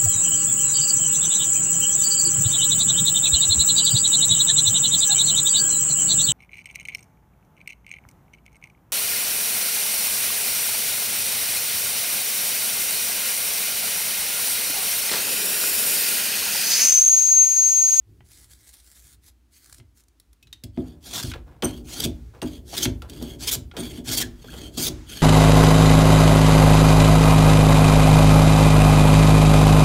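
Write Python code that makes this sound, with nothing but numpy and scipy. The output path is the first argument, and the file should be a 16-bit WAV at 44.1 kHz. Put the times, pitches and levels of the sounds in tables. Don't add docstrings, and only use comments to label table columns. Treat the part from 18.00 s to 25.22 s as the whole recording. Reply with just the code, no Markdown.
import sys
import numpy as np
from scipy import signal
from scipy.fft import rfft, irfft
from scipy.io import wavfile
from scipy.ndimage import map_coordinates

SR = 44100
rng = np.random.default_rng(int(sys.argv[2]) if len(sys.argv) > 2 else 0)


def master(y):
    cut = np.clip(np.atleast_2d(y).T, -1, 1)
    pcm = np.round(cut * 32767)
    wavfile.write(sys.argv[1], SR, pcm.astype(np.int16))


N = 318402
TIME = np.arange(N) / SR

# (start [s], run-off [s], time to gather speed [s], level [dB], shaking of the jig [dB])
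PUSHES = [(3.002, 3.319, 0.079, -40.5, -45), (3.831, 4.065, 0.2, -31.5, -36),
          (4.642, 4.861, 0.17, -33.5, -34.5), (5.383, 5.566, 0.046, -35.5, -41),
          (6.035, 6.235, 0.067, -31, -37), (6.708, 6.893, 0.34, -26, -27)]
# (start [s], turn [s], time to gather speed [s], level [dB],
# swell from start to end [dB], shaking of the jig [dB])
RETURNS = [(2.718, 2.966, 0.06, -59.5, 4, -49.5), (3.624, 3.832, 0.012, -47, -22, -41),
           (4.42, 4.614, 0.012, -48.5, -7, -42), (5.075, 5.375, 0.028, -47.5, 2.5, -39.5),
           (5.765, 6.027, 0.01, -41.5, -13.5, -41), (6.343, 6.713, 0.21, -44, -1, -40.5),
           (7.056, 7.301, 0.056, -38, 2.5, -47.5)]
RUN_OFF_S, TURN_S = 0.0037, 0.046
# (frequency [Hz], width [Hz], relative level [dB])
THROAT = [(3270, 500, 13.5), (4480, 450, 12), (6500, 500, 6.5), (8600, 900, 1), (11250, 650, 1.5),
          (13300, 600, -1)]
# (frequency [Hz], level [dB])
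JIG_COLOUR = [(110, -2), (165, -6), (205, -2), (245, 1), (350, -1.5), (470, -10.5), (650, -15.5),
              (900, -20.5), (1800, -51)]
# (frequency [Hz], relative level [dB], t60 [s])
JIG_MODES = [(163.4, -8.5, 0.25), (240.8, -1, 0.13), (257.2, -2.5, 0.14), (309.8, -10, 0.32),
             (361.1, -7.5, 0.15), (421.3, -18, 0.14), (579, -18.5, 0.15), (666.6, -16, 0.12)]


def amp(db):
    return 10 ** (np.asarray(db) / 20)


def evened(x):
    return x / np.sqrt(np.mean(x ** 2) + 1e-20)


def read(points, hz):
    f, value = np.transpose(points)
    return np.interp(np.log(hz + 1), np.log(f + 1), value)


def add(mix, s, sound):
    part = mix[max(round(s * SR), 0):][:len(sound)]
    part += sound[:len(part)]


def bins(x):
    return np.fft.rfftfreq(len(x), 1 / SR)


def coloured(x, points, gain=1):
    spectrum = rfft(x) * amp(read(points, bins(x))) * gain
    return evened(irfft(spectrum, len(x)))


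def humps(hz, peaks, widen=1):
    power = 0
    for f, width, db in peaks:
        detune = 2 * (hz - f) / (width * widen)
        power = power + amp(db) ** 2 / (1 + detune ** 2) ** 2
    return power


def tilt(hz, slope_db):
    return amp(slope_db * np.log2(np.maximum(hz, 800) / 5000))


def wobble(count, hz):
    knots = np.arange(count) * hz / SR
    return evened(np.interp(knots, np.arange(N // 8), rng.standard_normal(N // 8)))


def fibres(count, per_s, spread_db, clump_db, clump_hz):
    sizes = amp(spread_db * np.minimum(rng.exponential(1, count), 4)) * rng.standard_normal(count)
    breaks = rng.random(count) < per_s / SR
    return sizes * breaks * amp(clump_db * wobble(count, clump_hz))


def stroke(start, end, rise_s, fall_s, swell_db=0):
    gain = np.zeros(N)
    t = np.arange(0, end - start, 1 / SR)
    speed = np.clip(t / rise_s, 0, 1) * np.clip((t[-1] - t) / fall_s, 0, 1)
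    pressure = amp(swell_db * (t / t[-1] - .5))
    add(gain, start, speed ** 1.31 * pressure)
    return gain


def ring(modes, t, hold_s=0):
    hz, db, t60 = np.transpose(modes)[:, :, None]
    size = amp(db + rng.uniform(-2, 2, db.shape))
    decay = amp(-60 * np.maximum(t - hold_s, 0) / t60)
    waves = size * decay * np.sin(2 * np.pi * (hz * t + rng.random(hz.shape)))
    return waves.sum(0) / np.linalg.norm(size)


def shimmer(x, patch_db, patch_hz, patch_s):
    hz, t, z = signal.stft(x, SR, nperseg=512, noverlap=384)
    where = np.meshgrid(hz / patch_hz, t / patch_s, indexing="ij")
    patches = evened(map_coordinates(rng.standard_normal((256, 512)), where, order=1, mode="wrap"))
    return signal.istft(z * evened(amp(patch_db * patches)), SR, nperseg=512, noverlap=384)[1][:N]


def wandering(x, depth=.015, hz=20):
    positions = np.cumsum(1 + depth * wobble(len(x), hz))
    return evened(map_coordinates(x, [positions], order=3, mode="wrap"))


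def lingering(gain, fade_s):
    keep = np.exp(-2 / (fade_s * SR))
    return np.sqrt(signal.lfilter([1 - keep], [1, -keep], gain ** 2) + 1e-20)


def room_air(air_db=-59.5):
    # (frequency [Hz], level [dB])
    air_colour = [(25, -41), (58, 17.5), (85, -2.5), (190, -11.5), (300, -6.5), (500, -22.5), (1500, -25.5),
                  (6500, -30.5), (16000, -35)]
    return amp(air_db) * coloured(rng.standard_normal(N), air_colour)


def workshop(x, first_s=0.00053):
    # (frequency [Hz], t60 [s])
    room_t60 = [(150, 0.43), (4000, 0.21), (15000, 0.13)]
    hz, t, z = signal.stft(rng.standard_normal(SR // 2), SR, nperseg=256)
    decay = amp(-60 * t / read(room_t60, hz)[:, None])
    tail = signal.istft(z * decay, SR, nperseg=256)[1]
    tail *= TIME[:len(tail)] > first_s
    return signal.fftconvolve(x, tail / np.linalg.norm(tail))[:N]


def leaning(lean_db=3, ease_s=0.038):
    # (start [s], end [s], relative level [dB])
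    leans = [(0.047, 0.263, -54), (0.23, 0.652, -65), (1.01, 1.32, -64), (1.656, 1.87, -63),
             (2.404, 2.59, -60.5)]
    press = sum(amp(db) * stroke(start, end, ease_s, ease_s) for start, end, db in leans)
    # (frequency [Hz], level [dB])
    lean_colour = [(40, 2), (90, 9.5), (130, 6.5), (200, -7), (340, -6.0), (600, -30.5), (1500, -39)]
    return amp(lean_db) * press * coloured(rng.standard_normal(N), lean_colour)


def carrying(ease_s=0.033, swell_db=-5):
    # (start [s], end [s], level [dB])
    carries = [(4.06, 4.43, -67.5), (6.224, 6.44, -64), (6.88, 7.09, -55)]
    swing = sum(amp(db) * stroke(start, end, ease_s, ease_s, swell_db) for start, end, db in carries)
    # (frequency [Hz], level [dB])
    swish_colour = [(300, -6), (1000, 4.5), (3000, -1.5), (7000, -3.0), (16000, -28)]
    return swing * coloured(rng.standard_normal(N), swish_colour)


def handling(rise_share=0.099):
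    # (time [s], level [dB], fade [s])
    scuffs = [(2.631, -62, 0.016), (2.774, -51.5, 0.1), (3.337, -35, 0.023), (3.461, -50, 0.088),
              (3.626, -21, 0.02), (4.335, -45.5, 0.05), (4.423, -27, 0.012), (5.02, -43, 0.047),
              (5.21, -40, 0.03), (5.735, -41.5, 0.053), (5.768, -32.5, 0.024), (6.442, -42.5, 0.015),
              (6.523, -42, 0.054)]
    # (frequency [Hz], level [dB])
    scuff_colour = [(150, -1.5), (450, 5), (1000, -1.5), (3000, -18), (9000, -29.5)]
    out, t = np.zeros(N), TIME[:SR // 2]
    for s, db, fade_s in scuffs:
        grain = coloured(fibres(len(t), 9000, 1.5, 1.5, 200), scuff_colour)
        envelope = (1 - np.exp(-t / (rise_share * fade_s))) * np.exp(-t / fade_s)
        add(out, s, amp(db) * envelope * grain)
    return out


def shaving(crackle_db=-4, snap_db=-4, snap_s=0.0022, snap_rise_s=0.0022):
    # (start [s], end [s], level [dB], swell from start to end [dB])
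    pull_table = [(0.227, 0.32, -66.5, 5), (0.287, 0.52, -57.5, -11), (0.482, 0.837, -56, -2),
                  (0.815, 1.167, -55.5, -3.5), (1.204, 1.308, -55.5, 21), (1.498, 1.702, -58.5, 5),
                  (1.66, 1.815, -56.5, 9), (1.941, 2.039, -60, 1)]
    # (time [s], relative level [dB])
    snaps = [(0.3157, -32), (0.331, -35.5), (0.533, -29.5), (1.3425, -66), (1.659, -31), (1.696, -31),
             (1.726, -23.5), (1.744, -28), (1.782, -33.5), (2.0364, -43), (2.083, -41), (2.1988, -31),
             (2.33, -38.5)]
    # (frequency [Hz], level [dB])
    peel_colour = [(400, -12.5), (900, -12), (2000, -4), (2700, -11.5), (4000, -2), (4600, -3), (5200, -3),
                   (9600, -0.5), (16000, -9)]
    rustle = evened(fibres(N, 20000, 1.0, .8, 200))
    crackle = evened(fibres(N, 700, 4, 2, 40))
    ease_s = 0.032
    pulls = sum(amp(db) * stroke(start, end, ease_s, ease_s, swell_db) for start, end, db, swell_db in pull_table)
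    catching = amp(3.06 * wobble(N, 44.48))
    out = catching * pulls * coloured(rustle + amp(crackle_db) * crackle, peel_colour)
    t = TIME[:2048]
    for s, db in snaps:
        envelope = (1 - np.exp(-t / snap_rise_s)) * np.exp(-t / snap_s)
        add(out, s, amp(db + snap_db) * envelope * coloured(rng.standard_normal(len(t)), peel_colour))
    return out


def shaking():
    pushes = sum(amp(shake_db) * stroke(start, end, rise_s, RUN_OFF_S)
                 for start, end, rise_s, _, shake_db in PUSHES)
    returns = sum(amp(shake_db) * stroke(start, end, rise_s, TURN_S)
                  for start, end, rise_s, _, _, shake_db in RETURNS)
    return pushes + returns


def bench_grumble(jig_db=-2, jig_fade_s=0.068, bench_fade_s=0.24, loose_db=-17, mode_db=6, mode_width_hz=28):
    # (frequency [Hz], level [dB])
    bench_colour = [(22, -54), (38, 4.5), (52, 8), (62, 10), (75, 0.5), (92, -3), (120, 2.5), (190, -10),
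                    (300, -42.5)]
    drive = shaking()
    rocking = lingering(drive, bench_fade_s)
    grumble = lingering(drive, jig_fade_s) + amp(loose_db) * rocking
    judder = rng.standard_normal(N)
    resonances = humps(bins(judder), [(hz, mode_width_hz, mode_db) for hz, _, _ in JIG_MODES])
    jig_noise = shimmer(coloured(judder, JIG_COLOUR, np.sqrt(1 + resonances)), 2.03, 78.8, .09)
    return amp(jig_db) * grumble * jig_noise + rocking * coloured(rng.standard_normal(N), bench_colour)


def thumps(thump_db=-2.0, rattle_db=-9, rattle_s=0.035, judder_s=0.02, rise_s=0.0026, boom_rise_s=0.014):
    # (time [s], relative jig level [dB], bench boom [dB])
    blows = [(1.785, -49, -38.5), (2.636, -37.5, -28), (2.774, -19.5, -27), (3.239, -31, -18),
             (3.632, -15.5, -24.5), (4.049, -20.5, -20), (4.426, -19.5, -24), (4.858, -19, -16),
             (5.223, -24.5, -42), (5.559, -31, -23.5), (5.785, -22.5, -35), (5.82, -28, -31),
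             (5.981, -28.5, -54), (6.076, -30, -23), (6.229, -36.5, -41), (6.775, -22.5, -26.5),
             (6.891, -28, -23.5)]
    # (frequency [Hz], relative level [dB], t60 [s])
    bench_modes = [(52.4, -7.5, 0.75), (75.64, -6, 0.78), (102.5, -3, 0.29), (123.3, 4, 0.16)]
    out, t = np.zeros(N), TIME[:SR // 2]
    for s, db, boom_db in blows:
        rattle = amp(rattle_db) * np.exp(-t / rattle_s) * coloured(rng.standard_normal(len(t)), JIG_COLOUR)
        thump = (1 - np.exp(-t / rise_s)) * (ring(JIG_MODES, t, judder_s) + rattle)
        boom = (1 - np.exp(-t / boom_rise_s)) * ring(bench_modes, t)
        add(out, s, amp(db + thump_db) * thump)
        add(out, s, amp(boom_db) * boom)
    return out


def clacks(crack_s=0.0052, seat_s=0.00044):
    # (time [s], level [dB], ring [Hz], brightness [dB per octave], relative ring level [dB])
    knocks = [(0.206, -51, 1960, -11.5, -6), (1.7986, -49.5, 2060, -5.5, -2), (2.427, -47, 2570, 5, 0),
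              (2.4705, -50.5, 3930, 0, -1), (2.5277, -34.5, 3740, 3, 1.5), (2.637, -32.5, 3340, 6.5, -12),
              (2.774, -45.5, 1250, -5, -1), (3.3158, -30, 1520, -2, -2), (3.3365, -31, 1635, -4.5, -8),
              (3.6226, -23.5, 3066, -1.5, -1), (4.417, -30.5, 2815, 2, -1.5), (4.854, -18.5, 3640, -2, -23),
              (5.0198, -38.5, 1350, 2.5, 2.5), (5.097, -34.5, 3290, 5, -18), (5.2246, -31, 3320, 8, -20),
              (5.7129, -40, 1400, -7, -1), (5.7664, -29.5, 3240, 0.5, -13)]
    # (multiple of the ring pitch [ratio], relative level [dB], t60 [s])
    iron_modes = [(1, -3, 0.048), (1.03, -21, 0.12), (1.62, -9.5, 0.029)]
    out, t = np.zeros(N), TIME[:8192]
    crack_colour = [(300, -11.5), (3400, 11.5), (5500, 3.5), (16000, -10.5)]  # (frequency [Hz], level [dB])
    for s, db, hz, bright_db, ring_db in knocks:
        blow = rng.standard_normal(len(t))
        crack = coloured(blow, crack_colour, tilt(bins(blow), bright_db)) * np.exp(-t / crack_s)
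        iron = ring([(hz * ratio, mode_db, t60) for ratio, mode_db, t60 in iron_modes], t)
        add(out, s, amp(db) * (1 - np.exp(-t / seat_s)) * (crack + amp(ring_db) * iron))
    return out


def squeaking():
    # (time [s], length [s], first pitch [Hz], last pitch [Hz], level [dB])
    squeaks = [(4.034, 0.015, 3520, 3460, -25.5), (4.823, 0.014, 3280, 3480, -26),
               (5.476, 0.022, 3220, 3190, -29.5), (6.201, 0.0565, 2276, 1675, -37),
               (6.48, 0.019, 1340, 1580, -44.5)]
    out = np.zeros(N)
    for s, length, first_hz, last_hz, db in squeaks:
        count = int(length * SR)
        glide = last_hz + (first_hz - last_hz) * np.linspace(1, 0, count) ** 2
        hz = glide * (1 + .045 * wobble(count, 900))
        tone = np.sin(2 * np.pi * np.cumsum(hz) / SR) * amp(3 * wobble(count, 500))
        add(out, s, amp(db) * evened(tone) * signal.windows.tukey(count, .8))
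    return out


def sliding(chirp_db=1):
    # (frequency [Hz], level [dB])
    sole_colour = [(250, 14.5), (500, 1), (900, -1.5), (1600, 1.5), (2700, 1.5), (5200, -1.5), (8000, -0.5),
                   (11000, -3), (16000, -5)]
    # (time [s], length [s], relative level [dB])
    chirps = [(3.634, 0.012, -33), (3.64, 0.02, -25), (4.426, 0.0094, -34.5), (5.787, 0.037, -38)]
    # (frequency [Hz], width [Hz], relative level [dB])
    chirp_lines = [(6100, 400, -13.5), (8730, 230, -0.5), (14200, 600, -18)]
    out = np.zeros(N)
    for start, end, rise_s, db, swell_db, _ in RETURNS:
        rub = fibres(SR, 10000, 2.2, 2.3, 160)
        grip = rng.uniform(.985, 1.025)
        hollow = np.sqrt(1 + humps(bins(rub) / grip, THROAT))
        rub = np.resize(wandering(coloured(rub, sole_colour, hollow)), N)
        out += amp(db) * stroke(start, end, rise_s, TURN_S, swell_db) * rub
    for s, length, db in chirps:
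        slip = rng.standard_normal(4096)
        chirp = irfft(rfft(slip) * np.sqrt(humps(bins(slip), chirp_lines)))[:int(length * SR)]
        add(out, s, amp(db + chirp_db) * evened(chirp) * signal.windows.tukey(len(chirp), .7))
    return out


def chip_chatter(count, throat, colour, per_s=260, fade_s=0.0058):
    breaks = np.cumsum(per_s * amp(3 * wobble(count, 200))) / SR + rng.random()
    kicks = np.exp(-(breaks % 1) / (per_s * fade_s)) * rng.standard_normal(count)
    return coloured(kicks, colour, np.sqrt(throat))


def cutting(throat_db=-7, bite_throat_db=-11, bite_widen=1.56, bite_db=-3.0, chatter_db=-8):
    # (time [s], length [s], relative level [dB])
    bites = [(3.125, 0.1, -27), (3.226, 0.013, -27), (4.001, 0.0078, -20), (4.037, 0.019, -21),
             (4.727, 0.034, -32), (4.764, 0.03, -23), (4.819, 0.04, -20.5), (5.469, 0.038, -22),
             (5.51, 0.038, -18), (5.543, 0.013, -21.5), (6.072, 0.024, -28), (6.113, 0.047, -23),
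             (6.17, 0.027, -17.5), (6.199, 0.032, -22), (6.768, .06, -25.5), (6.812, 0.083, -22.5)]
    # (frequency [Hz], level [dB])
    cut_colour = [(240, -4.5), (450, -4.5), (1200, -9.5), (2800, -8), (3300, -5), (4000, -5.5),
                  (6500, -3.5), (10000, -8), (16000, -12.5)]
    tear = fibres(N, 18000, 1.8, 1.0, 300) * amp(1.1 * wobble(N, 60))
    hollow = np.sqrt(1 + amp(throat_db) ** 2 * humps(bins(tear), THROAT))
    rasp = wandering(coloured(tear, cut_colour, hollow))
    out = rasp * sum(amp(db) * stroke(start, end, rise_s, RUN_OFF_S) for start, end, rise_s, db, _ in PUSHES)
    for s, length, db in bites:
        tear = fibres(4096, 14000, 1.6, 2.0, 450)
        hz = bins(tear)
        bright = 2.5 + 0.5 * (db + 21.5)
        throat = humps(hz / rng.uniform(.98, 1.1), THROAT, bite_widen)
        hollow = np.sqrt(1 + amp(bite_throat_db) ** 2 * throat)
        chatter = chip_chatter(len(tear), throat, cut_colour)
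        bite = coloured(tear, cut_colour, tilt(hz, bright) * hollow) + amp(chatter_db) * chatter
        bite = bite[:int(length * SR)]
        add(out, s, amp(db + bite_db) * evened(bite) * signal.windows.tukey(len(bite), .35))
    return out


def scene(room_db=-11.5, bench_room_db=-13):
    rasps = shimmer(cutting() + sliding(), 2.8, 230, .026)
    rustle = shimmer(shaving(), 2, 500, .05)
    work = rustle + rasps + squeaking() + carrying() + clacks() + handling()
    thuds = bench_grumble() + thumps() + leaning()
    reflections = workshop(amp(room_db) * work + amp(bench_room_db) * thuds)
    mono = work + thuds + reflections + room_air()
    return np.array([mono, mono])


def record(dry, bass_hz=36, edge_hz=15780):
    thinned = signal.sosfilt(signal.butter(4, bass_hz, "highpass", fs=SR, output="sos"), dry)
    band_limit = signal.firwin(511, edge_hz, window=("kaiser", 9), fs=SR)
    return signal.oaconvolve(thinned, band_limit[None], "same")


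dry = scene()
out = record(dry)
master(out)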